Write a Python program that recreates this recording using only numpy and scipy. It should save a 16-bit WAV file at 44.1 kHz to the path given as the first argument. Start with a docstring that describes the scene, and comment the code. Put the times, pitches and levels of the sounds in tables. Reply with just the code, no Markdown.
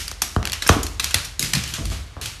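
"""A room with a wooden floor: a small dog scrambles after a ball, rolls over and gets up again.
Its claws click and scrape: bursts of tiny slips, coloured by the wood and two rings each.
Paws and body thud, and hard knocks travel through the boards as bending waves, treble first.
Both leave floor modes ringing. The room answers more strongly as the dog runs away.
Low rumble and faint hiss, made of shaped noise, lie beneath."""
import sys
import numpy as np
from scipy import signal
from scipy.fft import rfft, irfft
from scipy.io import wavfile
from scipy.ndimage import uniform_filter1d

SR = 44100
rng = np.random.default_rng(int(sys.argv[2]) if len(sys.argv) > 2 else 0)


def master_out(mix):
    """Clip the mix to full scale and print it as 16-bit PCM to the path in sys.argv[1]."""
    frames = np.transpose(np.atleast_2d(mix))
    ceiling = np.clip(frames, -1, 1)
    pcm = np.round(ceiling * 32767).astype(np.int16)
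    wavfile.write(sys.argv[1], SR, pcm)


N = 105840

# Steady background spectrum, relative: freq_hz, density_db
AIR_SPECTRUM = [(36, -21), (48, 17.5), (57, -6), (70, 7.5), (110, -13.5), (200, -21.5), (1500, -21),
                (4000, -25), (8000, -34.5), (13000, -43)]
# Room decay: freq_hz, t60_s
ROOM_T60 = [(80, 1.13), (170, 0.49), (4000, 0.5), (8000, 0.5169), (13000, 0.41)]
# Room colour: freq_hz, gain_db
ROOM_COLOUR = [(40, -25), (100, -2), (300, 2.5), (700, 3.5), (1500, 1), (3000, 0), (6000, -1.5),
               (13000, -4)]
# Floor modes, relative levels: freq_hz, level_db, t60_s
FLOOR_MODES = [(50.42, 5.5, 1.47), (69.7, 8, 1.3), (88.3, -3, 1.7), (103.1, -6.5, 0.76), (279, -7.5, 0.2),
               (316.3, -2.5, 0.62), (425, 1, 0.24), (463, -16, 0.33), (667, 8, 0.28), (717, -10, 0.37),
               (1136, -13, 0.95), (1200, -38, 0.78)]
# Soft thuds of paws and body: start_s, level_db, centre_hz, skirt_db_per_octave, room_db, floor_ring_db
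THUDS = [(-.04, -34, 83, 9, 3, 7.5), (.224, -39.5, 197, 17, 2.5, 0), (.757, -23, 290, 13, -2, -29),
         (1.023, -33, 84, 11, -5, 5), (1.14, -21, 80, 15, -3.5, -7.5), (1.39, -32, 135, 3, 2, -4),
         (1.422, -25, 151, 10.5, -5.5, -11), (1.529, -22.5, 144, 29.5, -1.5, -1.5),
         (1.558, -23, 157, 19, -6.5, -29), (1.727, -32, 95, 8, -5, -20), (1.777, -24, 102, 6.5, 1.5, -1.5),
         (1.798, -25.5, 99, 9.5, -4, 6), (1.821, -20, 54, 16, -18, -8), (1.853, -30, 90, 9.5, 1, -4),
         (1.881, -22, 57, 15, 0, -11), (2.226, -35.5, 118, 26, 4, -18)]
# Hard knocks: start_s, level_db, tilt_db_per_octave, ring_hz, travel_s (1 kHz bending wave),
# tail_db (room and floor ring alike)
KNOCKS = [(0.1122, -35, 3.5, 520, 0.0039, -20), (0.218, -26.5, 5, 830, 0.003005, -8),
          (0.3613, -10, -0.4, 208, 0.003, -10), (0.6896, -4, 1.7, 450, 0.0048, -9),
          (1.779, -31, 0, 604, 0.00535, 0), (1.914, -28, -1, 620, 0.0044, -0.5),
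          (2.164, -31.5, 0, 560, 0.0037, 1.5)]
# Knock spectrum, relative: freq_hz, level_db
KNOCK_SPECTRUM = [(25, -16), (50, 1.5), (80, 6.5), (140, -4.5), (300, -11), (440, -13), (570, -19),
                  (730, -12.5), (900, -18), (1200, -10.5), (1700, -21), (2250, -46), (5000, -56),
                  (12000, -52)]
# Claw strikes: start_s, level_db, ring_hz, second_ring_hz, tilt_db_per_octave, scrape_s, room_db
CLAWS = [(-.04, -23.5, 5540, 3030, 1, .002, 5), (.0796, -27, 4720, 9100, -0.5, 0.0016, -5),
         (0.114, -31, 6440, 4660, 0, 0.002, -17), (0.2182, -15.5, 5670, 11200, 1.3, 0.0045, -5),
         (0.363, -33.5, 3100, 4300, -2, 0.0012, -11), (0.4285, -30, 5770, 1500, -7, 0.00052, 0),
         (0.4537, -23.5, 4370, 2570, -0.5, 0.00063, -3.5), (0.4734, -25, 3700, 2380, -2.5, 0.00083, -11),
         (0.498, -31, 4620, 3290, -3, 0.0004, -21), (0.5202, -26, 4420, 11500, -0.5, 0.0005, -18),
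         (0.53, -21.5, 2940, 5650, -1, 0.0038, -2.5), (0.6211, -21, 4250, 1720, -1.5, 0.006, -3),
         (0.664, -26, 1620, 5470, -6.5, 0.0021, -17), (0.6668, -23, 5470, 5960, -2, 0.0052, 1),
         (0.6757, -22, 8700, 6300, 11, .002, -2.5), (0.6897, -11.5, 6070, 2730, -3, 0.0045, -6.5),
         (0.721, -24.5, 3340, 2320, -3, 0.021, -6), (0.83, -24, 6750, 5720, 3, 0.0053, -4),
         (0.866, -28, 4400, 7140, 0.5, 0.002, -6.5), (0.996, -17.5, 4120, 1980, -1.5, 0.0057, -10),
         (1.0265, -33, 4040, 2620, 0, .002, 13.5), (1.043, -19, 4610, 5640, 1, 0.0012, -6.5),
         (1.1075, -27.5, 3030, 6910, -1.5, 0.0055, -6), (1.1427, -11.5, 4200, 10100, -1.2, 0.0023, -5),
         (1.246, -29, 5940, 4560, 3, 0.01, -12), (1.394, -18.5, 3960, 6700, 4, 0.0023, 0),
         (1.426, -20.5, 2070, 5140, 1.04, 0.0024, 2), (1.534, -16, 2420, 5020, -1, 0.0032, -3),
         (1.549, -19.5, 4280, 2580, -0.5, 0.0067, -1), (1.637, -28, 5210, 6950, -1, 0.002, 0.5),
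         (1.676, -32, 2990, 4000, 1.5, 0.0027, 6), (1.737, -25, 3370, 6690, 0, 0.0059, 2.5),
         (1.8545, -30.5, 4350, 9100, 1, 0.0023, -0.5), (1.901, -37.5, 4530, 7350, -0.5, 0.00084, 7.5),
         (1.912, -43, 3010, 4100, 0.5, 0.0037, 15), (2.213, -31, 2880, 4200, 1.5, 0.0043, 8),
         (2.2578, -26.5, 4470, 3100, -.5, 0.0017, 0)]
# Claw on wood, spectrum, relative: freq_hz, level_db
CLAW_SPECTRUM = [(400, -13.5), (800, -12), (1300, -5), (2500, -0.5), (6500, -1.5), (8000, -4),
                 (10000, -5.5), (12500, -6), (14000, -22)]

SIZE = 32768  # samples per blow
HZ = np.fft.rfftfreq(SIZE, 1 / SR) + 1
T_S = np.arange(SIZE) / SR
BLOW_GAIN = np.sqrt(SR / 100)  # blow levels are rms over 10 ms

AIR_DB = -39.5
ROOM_BUILD_S, ROOM_GRAIN_DB = 0.0086, 4.5
EDGE_ECHO_S, EDGE_ECHO_DB, EDGE_ECHO_HZ = 0.02144, -4, 220  # return from the edge of the floor
THUD_TRAVEL_S = 0.004637  # at 1 kHz; lower notes come later
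THUD_WIDTH_OCTAVES = 0.13
PAD_HZ = 330  # a soft paw passes little above this
RING_DB, SECOND_RING_DB, KNOCK_RING_DB = 9, 6, 7
RING_OCTAVES = 0.09
CLAW_SWELL = 0.2  # swell time as a share of scrape_s
GRAIN_DB = -2  # spread of slip sizes
CHATTER_DB, CHATTER_RATIO = -11, 4  # energy against the strike before the swell; length against scrape_s
REFLECTION_DB = -5
ROOM_RING_SHARE = 0.5  # the room hears the claw from all sides, which evens out its rings
LOW_CUT_HZ, EDGE_HZ = 47, 13200
CEILING = 0.9  # overload limit, full scale = 1


def amp(db):
    """Decibels to gain."""
    return np.exp(np.asarray(db) * (np.log(10) / 20))


def unit(x):
    """Scales to an energy of one."""
    return x / np.sqrt(np.sum(x ** 2) + 1e-20)


def read(points, hz):
    """Interpolates a table on a log-frequency axis."""
    f, value = np.transpose(points)
    return np.interp(np.log(hz + 1), np.log(f), value)


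def add(mix, start_s, sound):
    """Mixes a sound in at start_s, trimming what falls outside."""
    at = round(start_s * SR)
    sound = sound[max(-at, 0):]
    part = mix[max(at, 0):][:len(sound)]
    part += sound[:len(part)]


def causal(db):
    """Minimum-phase response with this level curve: rings only after the blow."""
    cepstrum = irfft(np.log(amp(np.maximum(db, -100))))
    cepstrum[1:SIZE // 2] *= 2
    cepstrum[SIZE // 2 + 1:] = 0
    return np.exp(rfft(cepstrum))


def resonance(hz, peak_db):
    """Level curve of one narrow resonance."""
    return peak_db / (1 + (np.log2(HZ / hz) / RING_OCTAVES) ** 2)


def air():
    """Low rumble and faint hiss of the room: shaped steady noise."""
    gain = amp(read(AIR_SPECTRUM, np.fft.rfftfreq(N, 1 / SR)))
    noise = irfft(rfft(rng.standard_normal(N)) * gain, N)
    return amp(AIR_DB) * np.sqrt(N) * unit(noise)


def room(db):
    """Reverberation of a blow: uneven reflections build up, then each band dies at its own speed."""
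    gain = amp(db) / np.sqrt(np.mean(amp(db) ** 2))
    signs, sizes = rng.standard_normal((2, SIZE))
    taps = np.sqrt(SIZE) * unit(signs * amp(ROOM_GRAIN_DB * sizes))
    noise = irfft(rfft(taps) * gain * amp(read(ROOM_COLOUR, HZ)))
    hz, t_s, bands = signal.stft(noise, SR, nperseg=512)
    decay = amp(-60 * t_s / read(ROOM_T60, hz)[:, None])
    tail = signal.istft(bands * decay, SR)[1][:SIZE]
    build = 1 - np.exp(-(T_S / ROOM_BUILD_S) ** 2)
    envelope_1khz = build * amp(-60 * T_S / read(ROOM_T60, 1000))
    return tail * build / np.linalg.norm(envelope_1khz)


def boards(db, level_db, travel_s, room_db, ring_db):
    """A blow spreads through the floor as a falling chirp, returns once and leaves its modes ringing."""
    bend = np.exp(-4j * np.pi * travel_s * np.sqrt(1000 * HZ))  # delay goes as 1 / sqrt(hz)
    echo = amp(EDGE_ECHO_DB) * np.exp(-2j * np.pi * HZ * EDGE_ECHO_S)
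    echo = echo / (1 + (HZ / EDGE_ECHO_HZ) ** 2)
    fade = 1 - (T_S / T_S[-1]) ** 2
    wave = unit(fade * irfft(causal(db - db.max()) * bend * (1 + echo)))
    drive = np.sqrt(amp(db - db.max()))
    ring = np.zeros(SIZE)
    for hz, mode_db, t60_s in FLOOR_MODES:
        since_arrival_s = np.maximum(T_S - travel_s * np.sqrt(1000 / hz), 0)
        decay = np.exp(-np.log(1000) * T_S / t60_s)
        ring += np.interp(hz, HZ, drive) * amp(mode_db) * decay * np.sin(2 * np.pi * hz * since_arrival_s)
    floor_ring = amp(ring_db) * unit(fade * ring)
    return BLOW_GAIN * amp(level_db) * (wave + floor_ring + amp(room_db) * room(db))


def thud(level_db, centre_hz, skirt_db, room_db, ring_db):
    """A padded blow: only a hump of bass."""
    hump_db = -skirt_db * np.hypot(np.log2(HZ / centre_hz), THUD_WIDTH_OCTAVES)
    padding_db = 10 * np.log10(1 + (HZ / PAD_HZ) ** 4)
    return boards(hump_db - padding_db, level_db, THUD_TRAVEL_S, room_db, ring_db)


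def knock(level_db, tilt_db, ring_hz, travel_s, tail_db):
    """A hard blow reaching well into the midrange; the struck spot adds its own short ring."""
    db = read(KNOCK_SPECTRUM, HZ) + tilt_db * np.log2(HZ) + resonance(ring_hz, KNOCK_RING_DB)
    return boards(db, level_db, travel_s, tail_db, tail_db)


def claw(level_db, ring_hz, second_hz, tilt_db, scrape_s, room_db):
    """A swelling burst of slips on wood rings, chatters, reflects off the nearby floor, excites the room."""
    db = read(CLAW_SPECTRUM, HZ) + tilt_db * np.log2(np.maximum(HZ, 500) / 4000)
    rings_db = resonance(ring_hz, RING_DB) + resonance(second_hz, SECOND_RING_DB)
    signs, sizes = rng.standard_normal((2, SIZE))
    swell = 1 - np.exp(-(T_S / (CLAW_SWELL * scrape_s)) ** 2)
    strike = unit(np.exp(-T_S / scrape_s))
    chatter = amp(CHATTER_DB) * unit(np.exp(-T_S / (CHATTER_RATIO * scrape_s)))
    force = swell * np.hypot(strike, chatter)
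    slips = rfft(signs * amp(GRAIN_DB * sizes) * force)
    # the wood sets the broad colour, the slips the detail
    uneven_db = 10 * np.log10(uniform_filter1d(abs(slips) ** 2, size=1500))
    reflection_s = rng.uniform(0.0005, 0.0016)  # delay of one early reflection
    reflection = 1 + amp(REFLECTION_DB) * np.exp(-2j * np.pi * HZ * reflection_s)
    click = unit(irfft(slips * reflection * causal(db + rings_db - uneven_db)))
    reverb = amp(room_db) * room(db + ROOM_RING_SHARE * rings_db)
    return BLOW_GAIN * amp(level_db) * (click + reverb)


def scene():
    """All blows over the background."""
    mix = air()
    for source, table in ((thud, THUDS), (knock, KNOCKS), (claw, CLAWS)):
        for start_s, *settings in table:
            add(mix, start_s, source(*settings))
    return mix[None]


def record(dry):
    """The microphone drops the deepest bass and overloads on the loudest peaks; then the band limit."""
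    hz = np.fft.rfftfreq(2 * N, 1 / SR) + 1
    low_cut = np.sqrt(1 + (LOW_CUT_HZ / hz) ** 10)
    cut = irfft(rfft(dry, 2 * N) / low_cut)[:, :N]
    held = cut / (1 + (cut / CEILING) ** 6) ** (1 / 6)
    band_limit = signal.firwin(201, EDGE_HZ, window=("kaiser", 8), fs=SR)
    return signal.oaconvolve(held, band_limit[None], "same")


dry = scene()
out = record(dry)
master_out(out)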